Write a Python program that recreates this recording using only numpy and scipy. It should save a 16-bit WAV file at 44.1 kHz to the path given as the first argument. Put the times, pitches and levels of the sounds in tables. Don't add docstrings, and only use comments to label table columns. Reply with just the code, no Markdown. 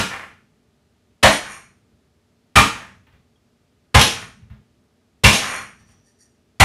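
import sys
import numpy as np
from scipy import signal
from scipy.io import wavfile

SR = 44100
rng = np.random.default_rng(int(sys.argv[2]) if len(sys.argv) > 2 else 0)


def materialize(psi):
    bounded = np.clip(np.atleast_2d(psi).T, -1, 1)
    quanta = np.round(bounded * 32767).astype(np.int16)
    wavfile.write(sys.argv[1], SR, quanta)


N = 292912
LEAD = 8820
TIME = np.arange(-LEAD, N) / SR
AGE = np.arange(SR) / SR

# (frequency [Hz], density [dB per Hz])
AIR = [(12, -58), (20, -34), (70, -2), (166, -7.5), (252, -5.5), (297, -12.5), (427, -9.5), (549, -20.5),
       (597, -16), (1100, -25), (1200, -21), (1300, -24), (4680, -29), (15500, -40.5)]
# (frequency [Hz], rms level [dB])
HUM = [(96.9, -76.5), (236.9, -72), (430.7, -82), (586.8, -83), (1238, -90.5)]
# (time [s], force [dB], crack decay [s], brightness [dB per octave], lower pop [Hz],
# upper pop [Hz], upper pop level [dB], rebound [dB], thump [dB], then the shaking it sets off:
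# delay [s], length [s], burner rattle [dB], glass rattle [dB])
BLOWS = [(-.062, -1, 0.016, 0.5, 1405, 1980, -19, -26, -9.5, 0.2, 0.067, -36.5, -69.5),
         (1.230, 3.5, .012, 0.13, 666.5, 1902, -2.5, -5.5, -9.5, 0.26, 0.037, -40, -42),
         (2.558, 3, .015, 0.41, 1171, 2262, -5.5, -22.5, -5, .19, 0.071, -42, -74),
         (3.945, 0.5, .018, -0.31, 937, 1730, -8.5, -25, -.5, .14, .13, -40, -51),
         (5.238, -.5, .023, 1.1, 989, 2450, -1, -16.5, -2, 0.22, 0.099, -30, -37),
         (6.601, 4, .011, 1.7, 887, 2060, -1, -23.5, -1.5, 0.22, .08, -36, -49)]
# (frequency [Hz], level [dB])
CRACK = [(60, -8), (200, 2), (330, -4), (600, -2), (1000, -2), (1900, -1.5), (3200, -4.5), (4800, -11.5),
         (6500, -13.5), (10000, -17.5), (12500, -26), (15500, -36.5)]
# (level at force 0 [dB], slope [dB per dB of force])
POP_LAW = (-5.5, 1.5)
BOARD_LAW = (-19.5, 2.3)
PAN_LAW = (-26.5, 2)
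# (frequency [Hz], level [dB], t60 [s])
COUNTER = [(39, -6.5, 0.088), (62.5, 0, .127), (110, 5, .1), (134.2, -8.5, 0.19), (165, -0.5, .054),
           (93.3, -10.5, 0.2), (208.4, -17, 0.3)]
# (frequency [Hz], level [dB], t60 [s])
PAN = [(1835, -2.5, 0.2), (2270, -3, 0.34), (2512, -0.5, 0.37), (2953, 0.5, 0.23), (3027, -0.5, .3),
       (3145, -3.5, 0.42), (3280, -6, 0.27), (3390, -2.5, 0.31), (3780, -2.5, 0.39), (3710, 1.5, .27),
       (4220, -5.5, .33), (5280, -10.5, .2), (6170, -14, .3), (6470, -12, .28), (10400, -17, .26),
       (12188, -13, 0.28)]
# (frequency [Hz], level [dB], t60 [s])
BOARD = [(340.4, -12, 0.31), (441, -8.5, 0.091), (603.5, -2.5, 0.2), (659, -4.5, 0.22), (719, -6.5, 0.12),
         (857, -6.5, 0.42), (937, -1, 0.31), (1145, -1, .24), (1246, -0.5, 0.22), (1414, -4, 0.35),
         (1707, -5, 0.26)]
# (frequency [Hz], level [dB])
SHUDDER = [(20, -25), (55, -4.5), (90, -0.5), (150, -1.5), (210, -4), (280, -18.5), (600, -40),
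           (4000, -70.5)]
# (frequency [Hz], t60 [s])
ROOM = [(80, 0.39), (250, .42), (700, 0.31), (1500, 0.38), (3000, 0.38), (6000, 0.41), (10000, 0.36),
        (15000, .3)]
# (first jolt after [s], jolt half length [s], jolt [dB],
# swell [s], fade [dB per s])
GLASS_SHAKE = (.095, .014, 13, .018, 240)
BURNER_SHAKE = (0.2, 0.0222, -4, 0.0536, 187)
# (frequency [Hz], width [Hz], level [dB])
GLASS = [(2300, 100, 1.5), (4300, 49, 2), (5780, 500, -4), (6750, 250, -3), (8800, 260, 1),
         (10220, 540, -9), (11100, 230, -5.5)]
# (frequency [Hz], level [dB])
BURNERS = [(100, -10), (400, -5.5), (700, -2), (1300, 3.5), (2200, 1.5), (3000, -7), (3900, -17),
           (6500, -24.5), (11000, -26.5), (14000, -39.5)]
# (time [s], level [dB], decay [s])
CLATTERS = [(1.298, -27, .0083), (2.605, -20, 0.0078), (3.991, -9, 0.019), (4.010, -.5, .0085),
            (5.263, -10.5, 0.014), (5.325, -12.5, 0.033)]
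# (frequency [Hz], level [dB])
RIM = [(100, -14), (500, 0.5), (1200, -4.5), (2200, -3), (3300, 4), (4500, -3.5), (6400, -2), (7800, -10),
       (9000, -9.5), (11300, -9.5), (12200, -20.5), (15500, -36.5)]
# (time [s], tick level [dB], decay [s], thump level [dB])
NUDGES = [(1.921, -70, .008, -52), (3.067, -49.5, .011, -55), (3.123, -55.5, 0.026, -49.5),
          (4.418, -56.5, .01, -39), (4.497, -52, 0.03, -31), (4.549, -66, .014, -42),
          (5.799, -56.5, .031, -48.5), (5.885, -57.5, 0.039, -50)]
# (frequency [Hz], level [dB])
TACK = [(100, 2), (400, -0.5), (900, 3.5), (1700, 3.5), (3300, -3), (4500, -12.5), (9000, -28),
        (14000, -22)]
# (time [s], level [dB])
TINK = [(3.357, -58)]
# (frequency [Hz], level [dB], t60 [s])
TINK_MODE = [(3290, 0, .05)]
# (time of height [s], half length [s], level [dB])
JINGLES = [(5.798, .02, -61), (5.905, 0.028, -60), (6.082, 0.023, -59.5), (6.223, 0.024, -53.5)]
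# (frequency [Hz], width [Hz], level [dB])
JINGLE = [(1810, 85, 1.5), (4580, 170, -1), (5750, 210, 4), (6900, 220, -2.5), (8600, 280, -1.5),
          (10500, 690, -9)]

REBOUND_S, REBOUND_PITCH = 0.026, 1.88
ROCK_S, ROCK_DB, ROCK_STRETCH, RIM_RING_DB = 0.06, -21, 1.8, -20


def amp(db):
    return 10 ** (np.asarray(db) / 20)


def evened(x):
    return x / np.sqrt(np.mean(x ** 2) + 1e-20)


def read(points, hz):
    f, value = np.transpose(points)
    return np.interp(np.log(hz + 1), np.log(f + 1), value)


def add(mix, s, sound):
    part = mix[max(round(s * SR) + LEAD, 0):][:len(sound)]
    part += sound[:len(part)]


def through(x, response):
    return signal.oaconvolve(x, response)[:len(x)]


def colour(db_at, size=4096):
    hz = abs(np.fft.fftfreq(size, 1 / SR))
    log_gain = np.log(amp(db_at(hz)) + 1e-6)
    spectrum = np.exp(np.conj(signal.hilbert(log_gain)))
    response = np.fft.ifft(spectrum).real[:size // 2]
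    return response / np.linalg.norm(response)


def shape(points):
    return colour(lambda hz: read(points, hz))


def resonances(peaks):
    def db_at(hz):
        power = sum(amp(db) ** 2 / (1 + ((hz - f) / width) ** 2) ** 2 for f, width, db in peaks)
        return 10 * np.log10(power + 1e-5)
    return colour(db_at)


def burst(decay, rise=0.001):
    fade = np.exp(-AGE / max(decay, 1e-4))
    return rng.standard_normal(SR) * fade * (1 - np.exp(-(AGE / rise) ** 2))


def contacts(rows, spectrum, rise):
    out = np.zeros(len(TIME))
    for s, db, decay, *_ in rows:
        add(out, s, amp(db) * burst(decay, rise))
    return through(out, shape(spectrum))


def ring(modes):
    out = np.zeros(len(AGE))
    for hz, db, t60 in modes:
        fade = np.exp(-np.log(1000) * AGE / t60)
        out += amp(db) * fade * np.sin(2 * np.pi * hz * AGE)
    return out


def struck(modes, hits, rise):
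    sound = ring(modes) * (1 - np.exp(-(AGE / rise) ** 2))
    out = np.zeros(len(TIME))
    for s, db in hits:
        add(out, s, amp(db) * sound)
    return out


def taps(per_s, spread_db):
    size_db = spread_db * np.clip(rng.standard_normal(len(TIME)), -2, 2)
    size = rng.choice([-1, 1], len(TIME)) * amp(size_db)
    return evened((rng.random(len(TIME)) < per_s / SR) * size)


def rattle(level, response, per_s, spread_db):
    return through(level * taps(per_s, spread_db), response)


def swell(s, half):
    return np.exp(-.5 * ((TIME - s) / half) ** 2)


def shaking(rule, blows):
    jolt_s, jolt_half, jolt_db, rise, fade_db_per_s = rule
    level = np.zeros(len(TIME))
    for s, delay, length, db in blows:
        jolt = amp(jolt_db) * swell(s + jolt_s, jolt_half)
        fade = amp(-fade_db_per_s * np.maximum(TIME - s - delay - length, 0))
        later = np.where(TIME < s + delay, swell(s + delay, rise), fade)
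        level += amp(db) * (jolt + later)
    return level


def follow(law, force_db):
    base_db, slope = law
    return base_db + slope * force_db


def landings():
    for s, db, decay, bright_db, low_hz, high_hz, high_db, rebound_db, *_ in BLOWS:
        yield s, db, decay, bright_db, low_hz, high_hz, high_db
        again_hz = low_hz * REBOUND_PITCH
        yield s + REBOUND_S, db + rebound_db, decay, bright_db, again_hz, high_hz, high_db + rebound_db


def pushes():
    return [(s, thump_db) for s, *_, thump_db, delay, length, burner_db, glass_db in BLOWS]


def rim_strikes():
    rocks = [(s + ROCK_S, db + ROCK_DB, decay * ROCK_STRETCH) for s, db, decay in CLATTERS]
    return CLATTERS + rocks


def background(air_db=-63, roll_off_hz=13000):
    tone = colour(lambda hz: read(AIR, hz) - 10 * np.log10(1 + (hz / roll_off_hz) ** 10))
    air = evened(through(rng.standard_normal(len(TIME)), tone))
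    hum = np.zeros(len(TIME))
    for hz, db in HUM:
        hum += amp(db) * np.sqrt(2) * np.sin(2 * np.pi * (hz * TIME + rng.random()))
    return amp(air_db) * air + hum


def cracks(wetting=.007, early=.0035, squash=.011, pop_decay=.017, pop_width=.17):
    out = np.zeros(len(TIME))
    for s, db, decay, bright_db, low_hz, high_hz, high_db in landings():
        tone = colour(lambda hz: read(CRACK, hz) + bright_db * np.log2((hz + 20) / 1000))
        add(out, s - early, amp(db) * through(burst(decay, wetting), tone))
        for pop_hz, pop_db in (low_hz, follow(POP_LAW, db)), (high_hz, high_db):
            pocket = colour(lambda hz: -20 * np.log10(1 + ((hz / pop_hz - 1) / pop_width) ** 2))
            add(out, s, amp(pop_db) * through(burst(pop_decay, squash), pocket))
    return out


def thumps(early=0.0014):
    hits = [(s - early, thump_db) for s, *_, thump_db in pushes() + NUDGES]
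    return -struck(COUNTER, hits, rise=0.017)


def squelch(db=-30, decay=.075, per_s=450, spread_db=3.0):
    level = sum(np.exp(-abs(TIME - s) / decay) * (TIME > s) for s, *_ in BLOWS)
    return amp(db) * rattle(level, shape(RIM), per_s, spread_db)


def pan_ring():
    damped = struck(PAN, [(s, follow(PAN_LAW, db)) for s, db, *_ in landings()], rise=.012)
    return damped + struck(PAN, [(s, db + RIM_RING_DB) for s, db, _ in rim_strikes()], rise=0.0046)


def board():
    return struck(BOARD, [(s, follow(BOARD_LAW, db)) for s, db, *_ in landings()], rise=0.013)


def shudder(db=-34, decay=.21):
    return contacts([(s, db + thump_db, decay) for s, thump_db in pushes()], SHUDDER, rise=.03)


def kitchen(x, build=.005):
    hz, t, bands = signal.stft(rng.standard_normal(SR), SR, nperseg=256)
    bands = bands * np.exp(-np.log(1000) * t / read(ROOM, hz)[:, None])
    tail = signal.istft(bands, SR, nperseg=256)[1][:SR]
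    tail *= 1 - np.exp(-AGE / build)
    return through(x, tail / np.linalg.norm(tail))


def glass_chatter():
    blows = [(s, delay, length, db) for s, *_, delay, length, _, db in BLOWS]
    return rattle(shaking(GLASS_SHAKE, blows), resonances(GLASS), per_s=310, spread_db=2.5)


def burner_chatter():
    blows = [(s, delay, length, db) for s, *_, delay, length, db, _ in BLOWS]
    return rattle(shaking(BURNER_SHAKE, blows), shape(BURNERS), per_s=900, spread_db=5.5)


def rim_clatter():
    return contacts(rim_strikes(), RIM, rise=.003)


def tacky_nudges():
    return contacts(NUDGES, TACK, rise=0.0024)


def tink():
    return struck(TINK_MODE, TINK, rise=.002)


def jingle(sizzle_hz=5810, width_hz=190, sizzle_s=5.9, sizzle_half=0.2, sizzle_db=-68):
    level = sum(amp(db) * swell(s, half) for s, half, db in JINGLES)
    sizzle_level = amp(sizzle_db) * swell(sizzle_s, sizzle_half)
    sizzle = rattle(sizzle_level, resonances([(sizzle_hz, width_hz, 0)]), per_s=600, spread_db=2.5)
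    return rattle(level, resonances(JINGLE), per_s=1000, spread_db=1.5) + sizzle


def scene():
    sharp = cracks() + squelch() + glass_chatter() + burner_chatter() + rim_clatter() + tacky_nudges()
    ringing = pan_ring() + board() + tink()
    low, thin = thumps(), jingle()
    direct = amp(-2.5) * sharp + amp(0.5) * ringing + amp(7.5) * low + amp(-3.0) * thin + shudder()
    echo = kitchen(amp(-1.5) * sharp + amp(-14.0) * ringing + amp(-13) * low + amp(-9) * thin)
    return (direct + echo + background())[None, LEAD:]


def record(dry, low_cut_hz=22, threshold_db=-5, share=0.14, recover_db_per_s=6, knee=7, edge_hz=15650):
    heard = signal.sosfilt(signal.butter(1, low_cut_hz, "high", fs=SR, output="sos"), dry)
    power = signal.lfilter(np.ones(256) / 256, 1, heard[0] ** 2)
    power_db = 10 * np.log10(abs(power) + 1e-12)
    fall = np.arange(N) * recover_db_per_s / SR
    held_db = np.maximum.accumulate(power_db + fall) - fall
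    over_db = np.maximum(held_db - threshold_db, 0)
    ducked = heard * amp(-share * over_db)
    loud = ducked / (1 + abs(ducked) ** knee) ** (1 / knee)
    band_limit = signal.firwin(511, edge_hz, window=("kaiser", 8), fs=SR)
    return signal.oaconvolve(loud, band_limit[None], "same")


dry = scene()
out = record(dry)
materialize(out)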